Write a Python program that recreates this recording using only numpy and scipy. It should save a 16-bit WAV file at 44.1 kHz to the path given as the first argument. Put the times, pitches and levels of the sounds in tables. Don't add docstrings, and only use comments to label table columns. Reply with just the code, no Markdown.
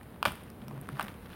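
import sys
import numpy as np
from scipy import signal
from scipy.fft import rfft, irfft
from scipy.io import wavfile
from scipy.ndimage import uniform_filter1d

SR = 44100
rng = np.random.default_rng(int(sys.argv[2]) if len(sys.argv) > 2 else 0)


def to_wav(sig):
    pcm = np.clip(np.atleast_2d(sig), -1, 1) * 32767
    pcm = np.round(pcm).astype(np.int16)
    wavfile.write(sys.argv[1], SR, pcm.T)


N = 59535

# start in seconds, body pitch in Hz, body, crack and tick levels in dB,
# sheet rattle in dB relative to the snap, rattle T60 in seconds.
FILM_SNAPS = [(.012, 1410, -50.5, -62.5, -74, -2, 0.0092), (.0315, 1100, -71, -60, -56.5, -4, .01),
              (.1435, 1300, -54, -61.5, -71, 0, 0.011), (.161, 960, -49.5, -65, -74, -17, .01),
              (0.2281, 1110, -24, -27.5, -39.5, -2, 0.015), (0.245, 1100, -53, -65, -69, -3, 0.022),
              (.2505, 1090, -48, -64, -65, -2, .015), (.2537, 1060, -20, -27, -33.5, -9.5, 0.018),
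              (0.2812, 1100, -37, -37, -47, -14, 0.018), (0.285, 1210, -36, -49, -59, -17, .012),
              (0.3082, 1120, -41, -62, -55, -4, 0.0085), (0.32, 1110, -36, -50, -45.5, -5, 0.012),
              (0.3554, 1130, -46, -52, -51.5, -7, 0.011), (0.408, 1300, -60, -60, -63, -1, 0.017),
              (0.4363, 1100, -65, -59, -56.5, -4, .02), (0.502, 1270, -54, -63.5, -52, -5, 0.018),
              (.618, 1210, -47.5, -54, -74, 1, 0.045), (.6825, 990, -43, -53.5, -52, -12, .01),
              (.711, 800, -41, -60, -63, -5, 0.065), (0.777, 1170, -47.5, -57.5, -62, 11, 0.014),
              (0.8135, 1100, -60, -76, -46, -18, .01), (.8896, 1210, -33, -47, -49, -4, 0.0081),
              (0.959, 1240, -46, -83, -76, -18, 0.019), (0.9707, 1110, -43, -76, -71, -21, .01),
              (0.991, 1150, -41.5, -52, -65, -1, 0.026), (0.9962, 1117, -22, -37, -43.5, -4.5, 0.024),
              (1.0094, 1260, -29, -37.5, -43, 4, 0.019), (1.0151, 1230, -35, -40.5, -52, -1, 0.04),
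              (1.0272, 1240, -39, -44, -43.5, 4, .028), (1.083, 1340, -40, -44, -54, -5, 0.014),
              (1.141, 1190, -57, -55, -62, 3, .02), (1.259, 1370, -52.5, -51, -62, 3, 0.043),
              (1.312, 1210, -71, -53, -74, 5, 0.036), (1.333, 1230, -46, -51, -73, -2, 0.04)]
# frequency in Hz, gain in dB.
FILM_SPECTRUM = [(100, -25.5), (400, -21), (650, -3), (1050, 4), (1500, 0), (2020, -13), (2450, -14),
                 (3300, -14.5), (4100, -25), (4900, -25.5), (6000, -36.5), (7600, -32), (9200, -21),
                 (10500, -26.5), (13000, -26), (16000, -31)]
# lower edge in Hz, upper edge in Hz.
SNAP_BANDS_HZ = [(500, 2000), (2400, 6000), (8000, 16000)]
# frequency in Hz, relative level in dB, T60 in seconds.
BUBBLE_MODES = [(589, -5.5, 0.059), (940, -33, .024), (1194, 2, 0.014), (1430, 9, 0.006),
                (1720, -3, 0.0047), (2270, -1.5, 0.016), (3400, -15, 0.0078), (4400, -13, 0.017)]
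# body, crack and tick levels in dB.
AIR_CRACK_DB = (-21, -24, -33)
# delay in seconds, gain in dB.
BURST_ECHOES = [(.0034, -5), (.0054, -10), (.0105, -37), (.0160, -19), (.0228, -19)]
# start in seconds, gain in dB.
BLADE_CONTACTS = [(0.5014, -55), (0.6821, -48.5), (1.027, -45)]
# frequency in Hz, relative level in dB, T60 in seconds.
BLADE_MODES = [(5150, 2, .012), (5640, 0.5, 0.0097), (13700, 6, .009)]
# time in seconds, crinkle level in dB.
FLEX_ENVELOPE = [(0, -64.5), (.13, -63.5), (.21, -86), (.4, -55), (.56, -64.5), (.64, -61), (.8, -59.5),
                 (.92, -53), (1.06, -47.5), (1.18, -61), (1.26, -55.5), (1.35, -52)]
# frequency in Hz, gain in dB.
CRINKLE_SPECTRUM = [(200, 4.5), (700, -2.5), (1300, -0.5), (2000, -5), (2600, -7), (3600, -11.5),
                    (6000, -22.5), (8000, -27.5), (9500, -16), (16000, -22)]
# start in seconds, relative level in dB, centre in Hz, fraction of the free T60.
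HAND_BUMPS = [(.262, -35.5, 97, 0.57), (.268, -33, 190, 0.26), (.622, -43, 187, 0.53),
              (0.653, -45.5, 145, 0.89), (.682, -46, 200, 0.98), (0.724, -44.5, 135, 0.98),
              (0.762, -41, 140, 0.83), (0.884, -40, 223, 0.22), (0.923, -35, 136, 0.5),
              (1.021, -47.5, 190, 0.81)]
# frequency in Hz, relative level in dB, free T60 in seconds.
SURFACE_MODES = [(78.5, -2, .25), (139.4, 2, 0.31), (176.6, -5.5, 0.31), (204.3, 6, .22),
                 (263.5, 2.5, 0.39), (323, -11, 0.12)]
# time in seconds, level in dB.
RUB_ENVELOPE = [(0, -68), (.3, -59), (.58, -53.5), (.70, -49), (.88, -50), (1.02, -55), (1.1, -64),
                (1.35, -63)]
# frequency in Hz, gain in dB.
CLOTH_SPECTRUM = [(60, -26), (120, -7), (200, 0.5), (280, -2.5), (420, -11), (600, -13.5), (1200, -21.5),
                  (4000, -47)]
# frequency in Hz, gain in dB.
TAIL_SPECTRUM = [(80, 7), (200, 15.5), (400, 23.5), (600, 4), (1200, -3), (1900, 5.5), (2600, -1.5),
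                 (4500, -0.5), (7000, 3), (10000, 2), (16000, 5)]
# frequency in Hz, gain in dB.
RUMBLE_SPECTRUM = [(25, -26), (45, -8), (65, -6), (105, -1.5), (140, -5.5), (175, -4), (250, -8),
                   (330, -13), (460, -13), (650, -17.5), (1260, -23.5), (2300, -30.5), (3500, -36),
                   (6200, -50), (7800, -48), (9200, -38), (16000, -38)]
# time in seconds, level in dB.
HUM_ENVELOPE = [(0, -59), (.4, -55.5), (.7, -69), (1.0, -59), (1.2, -53.5), (1.35, -53)]
# frequency in Hz, gain in dB.
HISS_SPECTRUM = [(100, -38), (400, -7), (2000, -11), (6000, -21), (9000, 0), (16000, 4)]

FILM_PITCH_HZ, SNAP_LEVEL_WINDOW_S = 1110, 0.0022
EARLY_T60_S, EARLY_DB, LATE_T60_S, LATE_DB = 0.2, -10, 0.51, -13
TIME_S = np.arange(N) / SR


def film_snaps():
    out = np.zeros(N)
    for start_s, pitch_hz, *band_db, rattle_db, rattle_t60_s in FILM_SNAPS:
        sheet = undb(rattle_db) * noise_decay(rattle_t60_s)
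        sheet[0] = 1
        sheet /= np.linalg.norm(sheet)
        add(out, start_s, signal.fftconvolve(snap_pulse(pitch_hz, band_db), sheet))
    return out


def snap_pulse(pitch_hz, band_db, size=1024):
    hz = np.fft.rfftfreq(size, 1 / SR)
    body_share = np.interp(hz, SNAP_BANDS_HZ[1], (1, 0))
    shape_db = curve(hz * (FILM_PITCH_HZ / pitch_hz) ** body_share, FILM_SPECTRUM)
    band_gains = []
    for (low_hz, high_hz), target_db in zip(SNAP_BANDS_HZ, band_db):
        band = undb(shape_db[(hz > low_hz) & (hz < high_hz)])
        power = 2 * np.sum(band ** 2) / size / (SNAP_LEVEL_WINDOW_S * SR)
        gain_db = target_db - 10 * np.log10(power)
        band_gains += [(low_hz, gain_db), (high_hz, gain_db)]
    cepstrum = irfft(np.log(undb(shape_db + curve(hz, band_gains))))
    cepstrum[1:size // 2] *= 2
    cepstrum[size // 2 + 1:] = 0
    return -irfft(np.exp(rfft(cepstrum)))


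def bubble_burst(start_s=.2571, ring_db=-17, rise_cycles=0.32, low_cut_hz=447):
    near, room_feed = np.zeros(N), np.zeros(N)
    t = np.arange(SR // 10) / SR
    tone = sum(ring([mode], t) * (1 - np.exp(-t * mode[0] / rise_cycles)) for mode in BUBBLE_MODES)
    tone = low_cut(tone, low_cut_hz)
    add(near, start_s, -tone * undb(ring_db))
    crack = snap_pulse(FILM_PITCH_HZ, AIR_CRACK_DB)
    for delay_s, db in BURST_ECHOES:
        echo = signal.fftconvolve(crack, noise_decay(t60_s=0.0064))
        add(near, start_s + delay_s, echo * undb(db))
    add(room_feed, start_s, crack)
    return near, room_feed


def blade_clinks():
    out = np.zeros(N)
    clink = ring(BLADE_MODES, np.arange(SR // 10) / SR)
    for start_s, db in BLADE_CONTACTS:
        add(out, start_s, clink * undb(db))
    return out


def sheet_crinkle(creases_per_s=900, spread_db=2, t60_s=0.0059):
    onsets = rng.random(N) < creases_per_s / SR
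    creases = onsets * undb(spread_db * np.minimum(rng.exponential(size=N), 4))
    pole = np.exp(-2 * np.log(1000) / (t60_s * SR))
    power = signal.lfilter([1], [1, -pole], creases ** 2)
    crackle = rng.choice([-1, 1], N) * np.sqrt(power)
    return follow(colour(crackle, CRINKLE_SPECTRUM), FLEX_ENVELOPE)


def hand_bumps(width_octaves=0.5, rise_s=0.0083):
    out = np.zeros(N)
    t = np.arange(SR // 2) / SR
    attack = 1 - np.exp(-t / rise_s)
    for start_s, db, centre_hz, t60_fraction in HAND_BUMPS:
        modes = []
        for hz, mode_db, t60_s in SURFACE_MODES:
            detune = 2 * np.log2(hz / centre_hz) / width_octaves
            modes.append((hz, mode_db - 10 * np.log10(1 + detune ** 4), t60_s * t60_fraction))
        add(out, start_s, 2 * undb(db) * ring(modes, t) * attack)
    return out


def cloth_rub():
    return follow(noise(CLOTH_SPECTRUM), RUB_ENVELOPE)


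def room_reverb(x, rise_s=0.0033):
    t = np.arange(SR // 2) / SR
    attack = 1 - np.exp(-t / rise_s)
    tail = 0
    for t60_s, db in ((EARLY_T60_S, EARLY_DB), (LATE_T60_S, LATE_DB)):
        part = rng.standard_normal(len(t)) * decay(t, t60_s) * attack
        tail += undb(db) * part / np.linalg.norm(part)
    return signal.fftconvolve(x, colour(tail, TAIL_SPECTRUM))[:N]


def background(rumble_db=-50, waver_db=1, hum_hz=74, hiss_db=-71.5):
    rumble = level(noise(RUMBLE_SPECTRUM), rumble_db) * undb(waver_db * drift(rate_hz=12.46))
    hum_phase = 2 * np.pi * hum_hz * TIME_S + .5 * drift(rate_hz=5)
    hum = follow(np.sin(hum_phase), HUM_ENVELOPE)
    hiss = level(noise(HISS_SPECTRUM), hiss_db)
    return rumble + hum + hiss * np.array([[1], [-1]])


def undb(db):
    return 10 ** (np.asarray(db) / 20)


def level(x, db):
    return x * undb(db) / np.sqrt(np.mean(x ** 2))


def follow(x, envelope):
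    return level(x, 0) * undb(np.interp(TIME_S, *np.array(envelope).T))


def curve(hz, points):
    point_hz, db = np.array(points, float).T
    return np.interp(np.log(hz + 1), np.log(point_hz), db)


def colour(x, spectrum):
    hz = np.fft.rfftfreq(len(x), 1 / SR)
    return irfft(rfft(x) * undb(curve(hz, spectrum)), len(x))


def low_cut(x, hz):
    return signal.sosfilt(signal.butter(2, hz, "high", fs=SR, output="sos"), x)


def add(out, start_s, x):
    i = max(int(round(start_s * SR)), 0)
    out[i:i + len(x)] += x[:max(N - i, 0)]


def decay(t, t60_s):
    return np.exp(-np.log(1000) * t / t60_s)


def ring(modes, t):
    return sum(undb(db) * np.sin(2 * np.pi * hz * t) * decay(t, t60_s) for hz, db, t60_s in modes)


def noise(spectrum):
    return colour(rng.standard_normal(N), spectrum)


def noise_decay(t60_s):
    t = np.arange(SR // 25) / SR
    x = rng.standard_normal(len(t)) * decay(t, t60_s)
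    return x / np.linalg.norm(x)


def drift(rate_hz):
    hold = int(SR / rate_hz)
    steps = np.repeat(rng.standard_normal(N // hold + 1), hold)
    smooth = uniform_filter1d(steps, hold)[:N]
    return smooth / smooth.std()


def scene(cut_send_db=-7, burst_send_db=1.5):
    cuts = film_snaps() + blade_clinks()
    burst, burst_feed = bubble_burst()
    reverb = room_reverb(cuts * undb(cut_send_db) + burst_feed * undb(burst_send_db))
    return cuts + burst + reverb + sheet_crinkle() + hand_bumps() + background() + cloth_rub()


def record(dry):
    bottom_hz, top_hz = 21, 15900
    high_cut = signal.ellip(8, .2, 70, top_hz, fs=SR, output="sos")
    return signal.sosfilt(high_cut, low_cut(dry, bottom_hz))


dry = scene()
out = record(dry)
to_wav(out)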